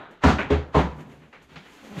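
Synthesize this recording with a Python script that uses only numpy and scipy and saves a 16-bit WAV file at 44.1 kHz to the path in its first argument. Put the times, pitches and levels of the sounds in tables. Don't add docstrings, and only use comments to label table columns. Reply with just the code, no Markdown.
import sys
import numpy as np
from scipy import signal
from scipy.fft import rfft, irfft, next_fast_len
from scipy.io import wavfile
from scipy.ndimage import map_coordinates

SR = 44100
rng = np.random.default_rng(int(sys.argv[2]) if len(sys.argv) > 2 else 0)


def generate_wav(sig):
    pcm = np.round(np.clip(np.atleast_2d(sig).T, -1, 1) * 32767).astype(np.int16)
    wavfile.write(sys.argv[1], SR, pcm)


def how_loud(loudness_db):
    steps = np.asarray(loudness_db, float) / 20
    return 10 ** steps


N = 88200
SWELL_CYCLES = 1.59


def unit(x):
    return x / np.sqrt(np.mean(x ** 2) + 1e-20)


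def along(points, hz):
    f, v = np.transpose(points)
    return np.interp(np.log(hz + 1), np.log(f + 1), v)


def curves(rows):
    s, *columns = np.transpose(rows)
    return [np.interp(np.arange(N) / SR, s, column) for column in columns]


def filtered(x, response):
    m = next_fast_len(N + 8192)
    return irfft(rfft(x, m) * response(np.fft.rfftfreq(m, 1 / SR)), m)[:N]


def shaped(points):
    return unit(filtered(rng.standard_normal(N), lambda hz: how_loud(along(points, hz))))


def resonant(peaks):
    def response(f):
        total = 0
        for k, (centre, width, db) in enumerate(peaks):
            peak = 1j * f * width / (centre * centre - f * f + 1j * f * width)
            total = total + (-1) ** k * how_loud(db) * peak
        return total
    return response


def add(track, s, sound):
    i = round(s * SR)
    sound = sound[max(-i, 0):][:N - max(i, 0)]
    track[max(i, 0):][:len(sound)] += sound


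def swelling_mode(t, hz, t60, db):
    swell = 1 - np.exp(-t * hz / SWELL_CYCLES)
    return how_loud(db - 60 * t / t60) * np.sin(2 * np.pi * hz * t) * swell


def burst(colour_db, rise, hold, late_db=0):
    # frequency in Hz, time to fall by 60 dB in seconds, for the early sound.
    early_t60 = [(100, 0.41), (500, 0.18), (2000, 0.26), (5000, 0.34), (12000, 0.23)]
    # frequency in Hz, time to fall by 60 dB in seconds, for the late echoes.
    late_t60 = [(70, 1.9), (200, 1.66), (1000, 0.99), (4000, 0.4), (12000, .6)]
    # frequency in Hz, level of the late echoes in dB relative to the early sound.
    late_level = [(70, -35), (150, -19.5), (500, -17.5), (2000, -12.5), (10000, -66)]
    pad = np.zeros(N)
    pad[:SR] = rng.standard_normal(SR)
    noise = filtered(pad, lambda hz: how_loud(colour_db(hz)))[:SR]
    hz, t, bands = signal.stft(unit(noise), SR, nperseg=256)
    after = np.maximum(t - hold, 0)
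    early_fall = how_loud(-60 * after / along(early_t60, hz)[:, None])
    late_start_db = late_db + along(late_level, hz)[:, None]
    late_fall = how_loud(late_start_db - 60 * after / along(late_t60, hz)[:, None])
    sound = signal.istft(bands * (early_fall + late_fall), SR, nperseg=256)[1][:SR]
    u = np.arange(SR) / SR
    fade_out = np.minimum(1, 10 * (1 - u))
    return sound * (1 - np.exp(-u / rise)) * fade_out


def thumps():
    # start in seconds, clatter level in dB, rise in seconds, hold in seconds, scuff level in dB.
    landings = [
        (.2375, -19.5, 0.00033, 0.062, -29.5),
        (.500, -27, 0.0039, 0.033, -45),
        (.746, -22, 0.0029, 0.051, -36.5),
    ]
    # frequency in Hz, level in dB per Hz.
    clatter_colours = [
        [(50, -14.5), (200, 2.5), (400, -3.5), (1000, -5), (1500, -7.5), (2200, -16), (5300, -22),
         (15000, -35.5)],
        [(50, -6), (200, -3.5), (500, -1.5), (1000, -9), (1500, -11), (3200, -18), (5300, -26.5),
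         (15000, -41.5)],
        [(50, -6.5), (200, 0.5), (450, -2.5), (1000, -5.5), (1500, -13), (3200, -21), (5300, -28.5),
         (15000, -38.5)],
    ]
    crack_db = [
        -7,
        -10,
        -35,
    ]
    # frequency in Hz, level in dB per Hz.
    scuff_colour = [(250, -28), (800, -12), (1300, -13), (2000, -17), (3500, -24.5), (12000, -39.5)]
    # frequency in Hz, time to fall by 60 dB in seconds, level in dB in thumps 1,
    # 2 and 3.
    ringing_modes = [(68.9, 0.37, -10.5, -56, -10.5), (82, 0.31, -9.5, -16.5, -22.5),
                     (75.6, 0.36, -27.5, -12, -42), (129.4, 0.49, -21, -30, -46), (147.9, 0.32, -18, -29, -16),
                     (161.4, 0.31, -32.5, -28, -20.5), (177.2, 0.32, -35.5, -31, -21),
                     (249.5, 0.221, -12, -22.5, -29.5), (273.2, 0.26, -14, -21, -16),
                     (333.7, 0.34, -41, -27, -48), (414, 0.24, -28, -14, -22), (428, 0.24, -26, -19.5, -18),
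                     (496, 0.48, -55, -34, -27.5), (543, 0.3, -36, -28.5, -50), (638, 0.11, -31, -35, -21),
                     (754.4, 0.58, -27, -57, -48), (797, 0.36, -46, -31, -31), (829, 0.24, -45, -54, -38),
                     (899, 0.34, -35, -31.5, -24), (977, 0.48, -26.5, -40, -27.5),
                     (1050, 0.21, -43.5, -34, -17.5), (1143, 0.3, -41, -46, -38),
                     (1214, 0.11, -40, -46, -35), (1328, 0.11, -18.5, -37, -48), (1434, 0.1, -24, -41, -49)]
    crack_s, scuff_s, scuff_rise_db = 0.0089, 0.03, 33
    scuff_n = round(scuff_s * SR)
    out, t = np.zeros(N), np.arange(SR // 2) / SR
    for k, (s, db, rise, hold, scuff_db) in enumerate(landings):
        clatter = burst(lambda hz: along(clatter_colours[k], hz), rise, hold)
        crack = how_loud(crack_db[k]) * np.exp(-np.arange(SR) / SR / crack_s)
        add(out, s, how_loud(db) * clatter * (1 + crack))
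        growth = how_loud(scuff_db + np.linspace(-scuff_rise_db, 0, scuff_n))
        add(out, s - scuff_s, growth * shaped(scuff_colour)[:scuff_n])
        for j, (hz, t60, *levels) in enumerate(ringing_modes):
            add(out, s, (-1) ** j * swelling_mode(t, hz, t60, levels[k]))
    return out


def bounce():
    # frequency in Hz, level in dB per Hz.
    corner_colour = [(100, 0), (600, 1), (1400, -2.5), (2500, -3), (3500, -16), (5000, -24.5), (15000, -35)]
    out = np.zeros(N)
    add(out, 0.384, how_loud(-27.5) * burst(lambda hz: along(corner_colour, hz), rise=0.004, hold=0.02))
    return out


def nudges():
    # start in seconds, frequency in Hz, time to fall by 60 dB in seconds, level in dB.
    soft_contacts = [(.395, 71, 0.22, -39), (0.497, 286, 0.081, -22.5), (0.502, 271, 0.077, -34),
                     (.51, 137, 0.26, -21.5), (.51, 558, 0.22, -28.5), (.268, 182, 0.14, -18.5),
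                     (.24, 602, 0.055, -16), (0.304, 160.6, .15, -19), (.37, 203, 0.1, -25),
                     (0.461, 157, 0.17, -39), (0.644, 81, .25, -40), (.748, 278, 0.1, -10),
                     (0.759, 146, 0.089, -14), (0.746, 970, 0.049, -25), (0.814, 398, 0.1, -25),
                     (1.09, 70, .3, -52), (1.149, 70.8, 0.34, -53.5), (1.241, 64.4, .3, -57),
                     (1.401, 191, 0.17, -59), (1.439, 70, .25, -50), (1.85, 273, 0.21, -42),
                     (0.821, 181, 0.11, -15.5), (0.839, 72, 0.087, -44), (0.927, 151.6, 0.44, -35.5),
                     (0.989, 251, 0.24, -39), (1.03, 149.6, 0.56, -43.5), (1.481, 149, 0.28, -58),
                     (1.525, 71, 0.31, -45), (1.56, 159, 0.14, -36.5), (1.595, 194, 0.14, -41),
                     (1.964, 160, .12, -27), (1.976, 120, 0.11, -30), (1.993, 133, 0.13, -23.5)]
    # start in seconds, frequency in Hz, level in dB.
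    corner_ticks = [(0.2371, 1310, -15.5), (.7452, 1050, -20), (0.7465, 1110, -16), (1.331, 1890, -45),
                    (1.334, 920, -43), (1.339, 1280, -39), (1.559, 2500, -40), (1.566, 980, -46),
                    (0.3858, 2500, -21), (0.3903, 1500, -15), (0.3931, 2170, -26), (0.3969, 1470, -18),
                    (0.4041, 1510, -22), (0.407, 1720, -19), (0.415, 2850, -24), (.4265, 1900, -23),
                    (0.432, 1800, -21)]
    tick_cycles = 10
    out, t = np.zeros(N), np.arange(SR // 2) / SR
    for s, hz, t60, db in soft_contacts:
        add(out, s, swelling_mode(t, hz, t60, db))
    for s, hz, db in corner_ticks:
        add(out, s, how_loud(db - 60 * t * hz / tick_cycles) * np.sin(2 * np.pi * hz * t))
    return out


def taps():
    # start in seconds, level in dB, edge of brightness in Hz, bass boost in dB, hold in seconds.
    touches = [(-.04, -53, 4340, 3, 0.074), (0.091, -54, 3050, 5, 0.046), (0.905, -53.5, 2960, -5, .01),
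               (0.984, -47, 4100, 6, 0.031), (1.096, -52, 3900, 5, 0.039), (1.219, -56, 3350, -1, 0.019),
               (1.327, -48.5, 2780, -8, 0.024), (1.413, -56.5, 4200, 3, 0.0044),
               (1.558, -43.5, 7800, -5.5, 0.0074), (1.655, -51, 3870, -5, 0.0095),
               (1.847, -50.5, 650, -5, 0.026), (1.965, -50.5, 4200, 1, 0.013),
               (1.996, -55, 15060, -7, 0.0097)]
    # frequency in Hz, level in dB per Hz.
    tap_colour = [(50, -17), (150, 1.5), (400, 8), (1200, -0.5), (2200, 0), (4000, -8), (7000, -16),
                  (15000, -25)]
    dull_db = -9.5
    out = np.zeros(N)
    for s, db, edge_hz, bass_db, hold in touches:
        def colour(hz):
            dulling = dull_db * (1 - 1 / (1 + (hz / edge_hz) ** 10))
            bass = bass_db * 2 / (1 + (hz / 500) ** 2)
            return along(tap_colour, hz) + dulling + bass
        late_db = -32 * (s > 0)
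        add(out, s, how_loud(db) * burst(colour, 0.00042, hold, late_db))
    return out


def judder():
    # time in seconds, slips a second, level in dB.
    slipping = [
        (1.8, 223, -99),
        (1.83, 268, -49),
        (1.875, 218, -53.5),
        (1.895, 225, -44.5),
        (1.925, 200, -42.5),
        (1.95, 190, -48),
        (1.97, 175, -38),
        (1.985, 146, -37),
        (2, 130, -44),
    ]
    # frequency in Hz, width in Hz, level in dB.
    panel = [(172, 67, -7.5), (444, 72, -18.5), (560, 50, -16.5), (824, 12, -11.5), (1020, 46, -21)]
    rate, level_db = curves(slipping)
    drift = map_coordinates(rng.standard_normal(300), [np.arange(N) * 120 / SR])
    slip_count = np.floor(np.cumsum(rate * (1 + 0.07 * drift)) / SR)
    slips = np.diff(slip_count, prepend=0) * how_loud(2.5 * rng.standard_normal(N))

    def card(f):
        return resonant(panel)(f) / (1 + 1j * f / 1060) ** 2
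    return how_loud(level_db) * (level_db > -69) * unit(filtered(slips, card))


def rub():
    # time in seconds, level in dB.
    rub_level = [
        (1.45, -95),
        (1.495, -54.5),
        (1.53, -51.5),
        (1.62, -55),
        (1.7, -53.5),
        (1.8, -52),
        (1.9, -55),
        (2, -38),
    ]
    # frequency in Hz, level in dB per Hz.
    rub_colour = [(50, -32), (110, -23), (220, 19), (600, 10), (1500, 9.5), (3200, 5), (6800, -4),
                  (15000, -2.5)]
    grains_per_s, grain_db, smear_db = 3000, 2.5, 3
    level_db, = curves(rub_level)
    draw = rng.random((2, N))
    strength = how_loud(-grain_db * np.log(1 - draw[1]))
    grains = (draw[0] < grains_per_s / SR) * strength * rng.choice([-1, 1], N)
    rough = unit(grains) + how_loud(smear_db) * rng.standard_normal(N)
    return how_loud(level_db) * unit(filtered(rough, lambda hz: how_loud(along(rub_colour, hz))))


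def rocking():
    # time in seconds, level in dB.
    rock_level = [(.85, -69), (.96, -47.5), (1.1, -49), (1.25, -59), (1.35, -68), (1.5, -61.5),
                  (1.57, -51.5), (1.65, -65), (1.8, -65.5), (1.95, -56), (2, -45.5)]
    # frequency in Hz, width in Hz, level in dB.
    boom_modes = [(68.6, 3.7, -7), (153.5, 14, -6.5), (252, 32, -11)]
    level_db, = curves(rock_level)

    def boom(f):
        return resonant(boom_modes)(f) / (1 + (f / 330) ** 4)
    return how_loud(level_db) * (level_db > -69) * unit(filtered(rng.standard_normal(N), boom))


def sleeve():
    # time in seconds, level in dB.
    brush_level = [(0, -90), (.1, -98), (.11, -60.5), (.2, -81), (.95, -64), (1.01, -54.5), (1.06, -65),
                   (1.12, -58.5), (1.2, -65.5), (1.415, -72), (1.425, -56), (1.5, -70), (1.65, -62),
                   (1.74, -53), (1.81, -58), (1.85, -51.5), (1.95, -54), (2, -44)]
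    # frequency in Hz, level in dB per Hz.
    cloth_colour = [(2000, -25), (4500, -3.5), (6800, 0), (9500, 1), (12500, 4), (14500, 1.5), (16000, -33)]
    return how_loud(curves(brush_level)[0]) * shaped(cloth_colour)


def squeak():
    start_s, length_s, pitch_hz, level_db = 1.7, 0.085, 1025, -60
    out, t = np.zeros(N), np.arange(round(length_s * SR)) / SR
    tone = np.sin(2 * np.pi * pitch_hz * t * (1 - 0.13 * t))
    add(out, start_s, how_loud(level_db) * np.hanning(len(t)) * tone)
    return out


def earlier():
    # frequency in Hz, level in dB per Hz.
    knock_colour = [(60, -13), (150, -2), (280, -4), (700, 1), (1500, -0.5), (2600, -16.5), (3800, -13.5),
                    (5000, -36)]
    level_db, t60 = -42, 0.62
    return how_loud(level_db - 60 * np.arange(N) / SR / t60) * shaped(knock_colour)


def air():
    # time in seconds, change of the noise in dB.
    lull = [
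        (0, 2.5),
        (.2, 2),
        (.6, 0.5),
        (1.2, 2.3),
        (1.3, -0.5),
        (1.43, 5.5),
        (1.47, -1.5),
        (1.5, -.1),
        (2, 6),
    ]
    # frequency in Hz, level in dB per Hz.
    air_colour = [(40, -11), (110, -21), (250, -12.5), (600, -20.5), (1500, -20.5), (3200, -25.5),
                  (6800, -41.5), (15000, -39)]
    # frequency in Hz, level in dB per Hz.
    rumble_colour = [(18, -15), (30, 12), (55, -10), (90, -46)]
    air_db, rumble_db = -62.5, -91
    return how_loud(air_db + curves(lull)[0]) * shaped(air_colour) + how_loud(rumble_db) * shaped(rumble_colour)


def scene():
    box = thumps() + bounce() + nudges() + taps() + judder() + rub()
    around = rocking() + sleeve() + squeak() + earlier() + air()
    return (box + around)[None]


def low_pass(x):
    return signal.sosfilt(signal.butter(12, 15741, fs=SR, output="sos"), x)


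def record(dry):
    # frequency in Hz, microphone gain in dB.
    mic_colour = [(3200, 1.41), (4300, -0.5), (5300, -6), (6800, -2.5), (8500, -12.5), (10500, -14.5),
                  (12500, -16.5), (15300, -23)]
    bass_edge_hz, ceiling = 37.8, 0.79

    def microphone(hz):
        return how_loud(along(mic_colour, hz)) * 1j * hz / (bass_edge_hz + 1j * hz)
    heard = filtered(dry[0], microphone)
    mix = ceiling * np.tanh(heard / ceiling)
    return low_pass(mix[None])


dry = scene()
out = record(dry)
generate_wav(out)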